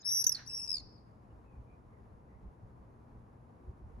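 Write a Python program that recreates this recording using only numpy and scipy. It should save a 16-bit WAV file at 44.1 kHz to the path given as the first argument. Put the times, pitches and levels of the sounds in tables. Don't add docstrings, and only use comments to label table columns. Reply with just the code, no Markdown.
import sys
import numpy as np
from scipy import signal
from scipy.fft import rfft, irfft
from scipy.io import wavfile

SR = 44100
rng = np.random.default_rng(int(sys.argv[2]) if len(sys.argv) > 2 else 0)


def dump(signal):
    limited = np.clip(np.atleast_2d(signal).T, -1, 1)
    pcm = np.round(limited * 32767).astype(np.int16)
    wavfile.write(sys.argv[1], SR, pcm)


N = 176400
T = np.arange(N) / SR
HZ = np.fft.rfftfreq(N, 1 / SR)
SIDES = np.array([[.5], [-.5]])


def amp(db):
    return 10 ** (np.asarray(db) / 20)


def unit_rms(x):
    return x / np.sqrt(np.mean(x ** 2) + 1e-20)


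def per_bin(points):
    f, value = np.transpose(points)
    return np.interp(np.log(HZ + 1), np.log(f + 1), value)


def add(mix, start_s, sound):
    part = mix[:, max(round(start_s * SR), 0):][:, :sound.shape[1]]
    part += sound[:, :part.shape[1]]


def wander(size, hz):
    return unit_rms(irfft(rfft(rng.standard_normal(N)) / (1 + (HZ / hz) ** 4), N))[:size]


def noise(spectrum, coherence):
    left, other = rfft(rng.standard_normal((2, N)))
    right = coherence * left + np.sqrt(1 - coherence ** 2) * other
    return unit_rms(irfft(np.array([left, right]) * amp(per_bin(spectrum)), N))


def gate(t, edge_s):
    return np.sin(np.pi / 2 * np.clip(np.minimum(t, t[-1] - t) / edge_s, 0, 1)) ** 2


def diffuse(x, envelope):
    tail = rng.standard_normal((2, len(envelope))) * envelope / np.linalg.norm(envelope)
    return signal.fftconvolve(x, tail, axes=1)[:, :N]


def traffic():
    # f/Hz, relative density/dB
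    spectrum = [(15, -33), (25, -6.5), (59, -3.5), (120, -4.5), (145, -10.5), (229, -13), (373, -18.5),
                (476, -18.5), (560, -22), (988, -21), (1330, -30.5), (2410, -43.5), (3160, -51.5),
                (6920, -56), (8590, -63.5), (10100, -55), (16000, -76)]
    # f/Hz, coherence
    coherence = [(30, .85), (120, 0.91), (250, 0.742), (500, 0.42), (900, -0.31), (2000, 0.082),
                 (8000, 0.64)]
    # f/Hz, left-right/dB
    balance = [(30, -1), (70, 1), (150, 2.5), (300, 2), (550, 1.3), (8000, -1)]
    # t/s, level before trim/dB
    contour = [(0.0, -66), (0.37, -62), (3.54, -61.5), (3.7, -60.5), (3.84, -62), (4.0, -58.5)]
    low_cut_hz, trim_db = 90, 2.5
    bins = rfft(noise(spectrum, per_bin(coherence))) * amp(SIDES * per_bin(balance))
    rumble = unit_rms(irfft(bins * HZ ** 4 / (HZ ** 4 + low_cut_hz ** 4), N))
    level_db = np.interp(T, *np.transpose(contour)) + trim_db + .6 * wander(N, hz=14)
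    return rumble * amp(level_db)


def engine_drones():
    # peak t/s, half length/s, f/Hz, level/dB
    swells = [(.3, 4, 120.8, -68), (3.497, 1.2, 232, -70), (3.701, 0.096, 367.8, -64.5)]
    width_hz, pan_db = 7, 3.5
    out = np.zeros(N)
    for peak_s, half_s, hz, db in swells:
        blur = wander(N, width_hz) + 1j * wander(N, width_hz)
        tone = (blur * np.exp(2j * np.pi * hz * T)).real
        out += amp(db) * np.exp(-((T - peak_s) / half_s) ** 2) * tone
    return out * amp(SIDES * pan_db)


def wind():
    # peak t/s, half length/s, level/dB
    puffs = [(0.828, 0.044, -49), (1.595, 0.026, -46.5), (2.36, .015, -47.5), (2.46, 0.047, -49),
             (2.647, 0.019, -48.5), (2.751, 0.094, -59), (3.18, 0.064, -55), (3.699, .02, -43.5),
             (3.858, 0.038, -47.5), (3.978, 0.045, -50)]
    # f/Hz, relative density/dB
    spectrum = [(15, -17.5), (35, -9), (60, 1), (110, -10), (200, -20.5), (500, -40), (2000, -70.5),
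                (8000, -94.5)]
    breeze_db, build_s = -62.5, .6
    breeze = amp(breeze_db + 1.8 * wander(N, hz=5.3)) * np.clip(T / build_s, .15, 1)
    thuds = sum(amp(db) * np.exp(-((T - peak_s) / half_s) ** 2) for peak_s, half_s, db in puffs)
    return noise(spectrum, coherence=.86) * np.hypot(breeze, thuds)


def far_birds():
    # t/s, length/s, level/dB, start f/Hz, end f/Hz
    notes = [(-.03, 0.11, -62.5, 5000, 5230), (0, 0.032, -63.5, 6940, 5900), (.027, .014, -60, 4100, 3600),
             (.092, 0.015, -55.5, 4000, 3600), (1.297, .035, -80.5, 2900, 2790),
             (1.43, 0.2, -81, 2638, 2313), (1.66, .12, -77, 2386, 2440), (1.89, 0.12, -80.5, 2137, 1930),
             (2.27, .13, -78.5, 1950, 2057)]
    width_hz = 120
    out = np.zeros((2, N))
    blur = np.array([wander(N, width_hz) + 1j * wander(N, width_hz) for ear in out])
    for start_s, length_s, db, from_hz, to_hz in notes:
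        progress = np.clip((T - start_s) / length_s, 0, 1)
        turns = np.cumsum(from_hz + (to_hz - from_hz) * progress) / SR
        out += amp(db) * np.sin(np.pi * progress) * (blur * np.exp(2j * np.pi * turns)).real
    return out


def syrinx(hz, gain, over_db, under_db, pan_db):
    size, slip_rad = len(hz), .8
    phase = 2 * np.pi * np.cumsum(hz) / SR
    tone = np.sin(phase) + amp(over_db) * (np.sin(2 * phase) + amp(-17.5) * np.sin(3 * phase))
    half = phase / 2 + slip_rad * wander(size, hz=170)
    under = amp(-11.5) * np.sin(half) + np.sin(half + phase) + amp(-13.5) * np.sin(half + 2 * phase)
    hiss = amp(-44) * wander(size, hz=9000)
    voice = np.sqrt(2) * (tone + amp(under_db) * under) + hiss
    return gain * voice * amp(SIDES * pan_db)


def trill(curve):
    swing_hz, jitter_hz = 265, 40
    dip_db, shimmer_db, offset_turns = 12, 2.2, .12
    times, *columns = np.transpose(curve)
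    t = np.arange(times[0], times[-1], 1 / SR)
    hz, db, over_db, under_db, pan_db, rate_hz, depth = (np.interp(t, times, c) for c in columns)
    size = len(t)
    cycle = 2 * np.pi * np.cumsum(rate_hz * (1 + .06 * wander(size, hz=92))) / SR
    pitch_hz = hz + swing_hz * depth * np.cos(cycle) + jitter_hz * wander(size, hz=400)
    swing_db = dip_db / 2 * depth * np.sin(cycle + 2 * np.pi * offset_turns)
    flutter = unit_rms(amp(swing_db + shimmer_db * wander(size, hz=140)))
    gain = amp(db) * flutter * gate(t - t[0], edge_s=.002)
    return times[0], syrinx(pitch_hz, gain, over_db, under_db, pan_db)


def chip(length_s, db, hz, over_db, under_db, pan_db, rasp):
    arch_hz, rasp_hz, rasp_db = 110, 400, 1.5
    t = np.arange(0, length_s, 1 / SR)
    pitch_hz = hz + arch_hz * (np.sin(np.pi * t / length_s) - 1)
    pitch_hz += rasp * rasp_hz * wander(len(t), hz=800)
    roughness = unit_rms(amp(rasp * rasp_db * wander(len(t), hz=755)))
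    gain = amp(db) * gate(t, edge_s=.0026) * roughness
    return syrinx(pitch_hz, gain, over_db, under_db, pan_db)


def swift():
    # t/s, f/Hz, source level/dB, overtone/dB, undertone/dB, left-right/dB,
    # trill rate/Hz, trill depth/0-1
    trills = [
        [(.045, 5070, -48, -8, -40.5, 7.5, 171, 0.15), (.059, 5396, -32, -14, -43.5, 6.5, 194, .35),
         (.099, 5506, -32.5, -17, -51, 5.5, 226, .6), (.125, 5597, -30.5, -12.5, -49.5, 2, 253, .8),
         (.167, 5578, -29.5, -14.5, -49.5, -3, 257.6, .85), (.205, 5504, -28.5, -11.5, -50, 3, 234, 0.8),
         (.223, 5540, -32.5, -12, -37.5, 8.5, 275, 1), (.229, 5350, -46, -13, -35.5, 6, 268, .8)],
        [(.461, 4740, -58.5, -5, -29, 18, 185.2, 0), (.478, 5830, -48.5, -21.5, -30, 9, 199, 0.2),
         (.497, 5285, -44, -19.5, -15.5, -2.5, 191.4, 0.06), (.515, 5280, -45, -19, -10, -1.5, 171.5, 0.7),
         (.535, 5450, -38, -17.5, -35, 6, 187.8, 0.27), (.572, 5497, -37.5, -22, -26, -5.5, 231.8, 0.55),
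         (.597, 5363, -39, -15.5, -15, -1, 241, 0.2), (.652, 5390, -41, -24.5, -27.5, 3.5, 233.4, 0.9),
         (.671, 5320, -50.5, -16, -12, -9.5, 181, 1)],
    ]
    # t/s, length/s, source level/dB, f/Hz, overtone/dB, undertone/dB,
    # left-right/dB, rasp/0-1
    chips = [(0.2392, .0085, -28.5, 5700, -6, -25.5, -7, 1),
             (0.2647, .008, -19.5, 5893, -7.5, -33.5, 0.5, .2),
             (.272, .005, -28.5, 6750, -31, -23, -0.5, 1), (0.292, 0.0066, -22.5, 5916, -9, -33.5, -3, .4),
             (0.3182, 0.011, -28.5, 5376, -12.5, -28, -9.5, .2),
             (0.346, 0.013, -32, 4484, -24.5, -32.5, -4.5, 0.3),
             (.365, 0.012, -39.5, 4213, -30.5, -27.5, 4.5, 0.1),
             (0.6745, 0.011, -40, 5140, -21, -20.5, 9, 0.42),
             (0.688, 0.011, -36.5, 5350, -17.5, -32, 9.5, 0.15),
             (0.7023, 0.0061, -29.5, 5255, -17.5, -21, -8, 0.13),
             (.714, 0.0072, -38, 5294, -19, -24.5, 25, 0), (0.7263, .008, -34, 5120, -17, -37, 14.5, 0),
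             (0.7385, 0.011, -31, 5020, -23, -27.5, -6, 0.2),
             (.7524, 0.0086, -37, 4840, -21, -30.5, 23, 0.07),
             (0.7665, .0075, -33.5, 4710, -26, -26.5, -11.5, 0.3),
             (.7792, .008, -38.5, 4586, -25.5, -24, 9, 0.6),
             (0.793, 0.017, -50.5, 4290, -36, -17, -2, 0.22)]
    out = np.zeros((2, N))
    for curve in trills:
        add(out, *trill(curve))
    for start_s, *note in chips:
        add(out, start_s, chip(*note))
    return out


def mic_ports(x):
    # f/Hz, gain/dB
    colour = [(2700, 1), (3300, -3.5), (4500, -4.5), (6500, 1.5), (8000, -5), (9500, -3.5), (11500, 0),
              (12300, -7.5), (13000, -14), (14300, -8.5), (15700, -1.5)]
    # f/Hz, lead/rad
    lead = [(1000, .3), (4200, .8), (5600, 1.7), (8000, 1), (10600, .3), (11500, 1.5), (12300, 2.5),
            (16000, 1.8)]
    return irfft(rfft(x) * amp(per_bin(colour)) * np.exp(1j * SIDES * per_bin(lead)), N)


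def wall_echoes(x):
    count, level_db = 8, -10
    delays_s = np.linspace(.001, .016, count) * rng.uniform(.8, 1.4, (2, count))
    gains = unit_rms(1 / np.sqrt(np.arange(count) + 1)) / np.sqrt(count)
    out = np.zeros((2, N))
    for ear in range(2):
        for delay_s, gain in zip(delays_s[ear], gains):
            out[ear] += gain * np.roll(x[ear], round(delay_s * SR))
    return amp(level_db) * out


def yard_scatter(x):
    level_db, t60_s, rise_s = -19.5, .2, .004
    t = T[:SR // 2]
    envelope = amp(-60 * t / t60_s) * (1 - np.exp(-t / rise_s))
    return amp(level_db) * diffuse(x, envelope)


def street_reverb(x):
    send_db, t60_s, rise_s, cutoff_hz = -9.5, .62, .0089, 4000
    echo_db, echo_s, spread_s = -12, .21, .0084
    t = T[:SR]
    decay = amp(-60 * t / t60_s) * (1 - np.exp(-t / rise_s))
    houses = amp(echo_db) * np.exp(-((t - echo_s) / spread_s) ** 2)
    wet = amp(send_db) * diffuse(x, decay + houses)
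    return irfft(rfft(wet) / (1 + (HZ / cutoff_hz) ** 4), N)


def wings():
    # f/Hz, relative density/dB
    spectrum = [(300, -24), (900, -12), (1300, -9), (1700, -1.5), (2300, -13), (3200, -19), (4300, -7.5),
                (6500, -32), (12000, -47.5)]
    approach_db, approach_s, half_s = -68.5, .2534, .31
    swell_db, closest_s, rise_s, fall_s = -53, .397, .03, .031
    approach = amp(approach_db) * np.exp(-((T - approach_s) / half_s) ** 2)
    swell = amp(swell_db) * np.exp(-abs(T - closest_s) / np.where(T < closest_s, rise_s, fall_s))
    return noise(spectrum, coherence=.45) * np.hypot(approach, swell)


def scene():
    screams = mic_ports(swift())
    echoes = wall_echoes(screams) + yard_scatter(screams) + street_reverb(screams)
    return screams + echoes + wings() + far_birds() + traffic() + engine_drones() + wind()


def record(dry):
    cutoff_hz = 15900
    low_pass = signal.firwin(511, cutoff_hz, window=("kaiser", 9), fs=SR)
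    return signal.oaconvolve(dry, low_pass[None], "same")


dry = scene()
out = record(dry)
dump(out)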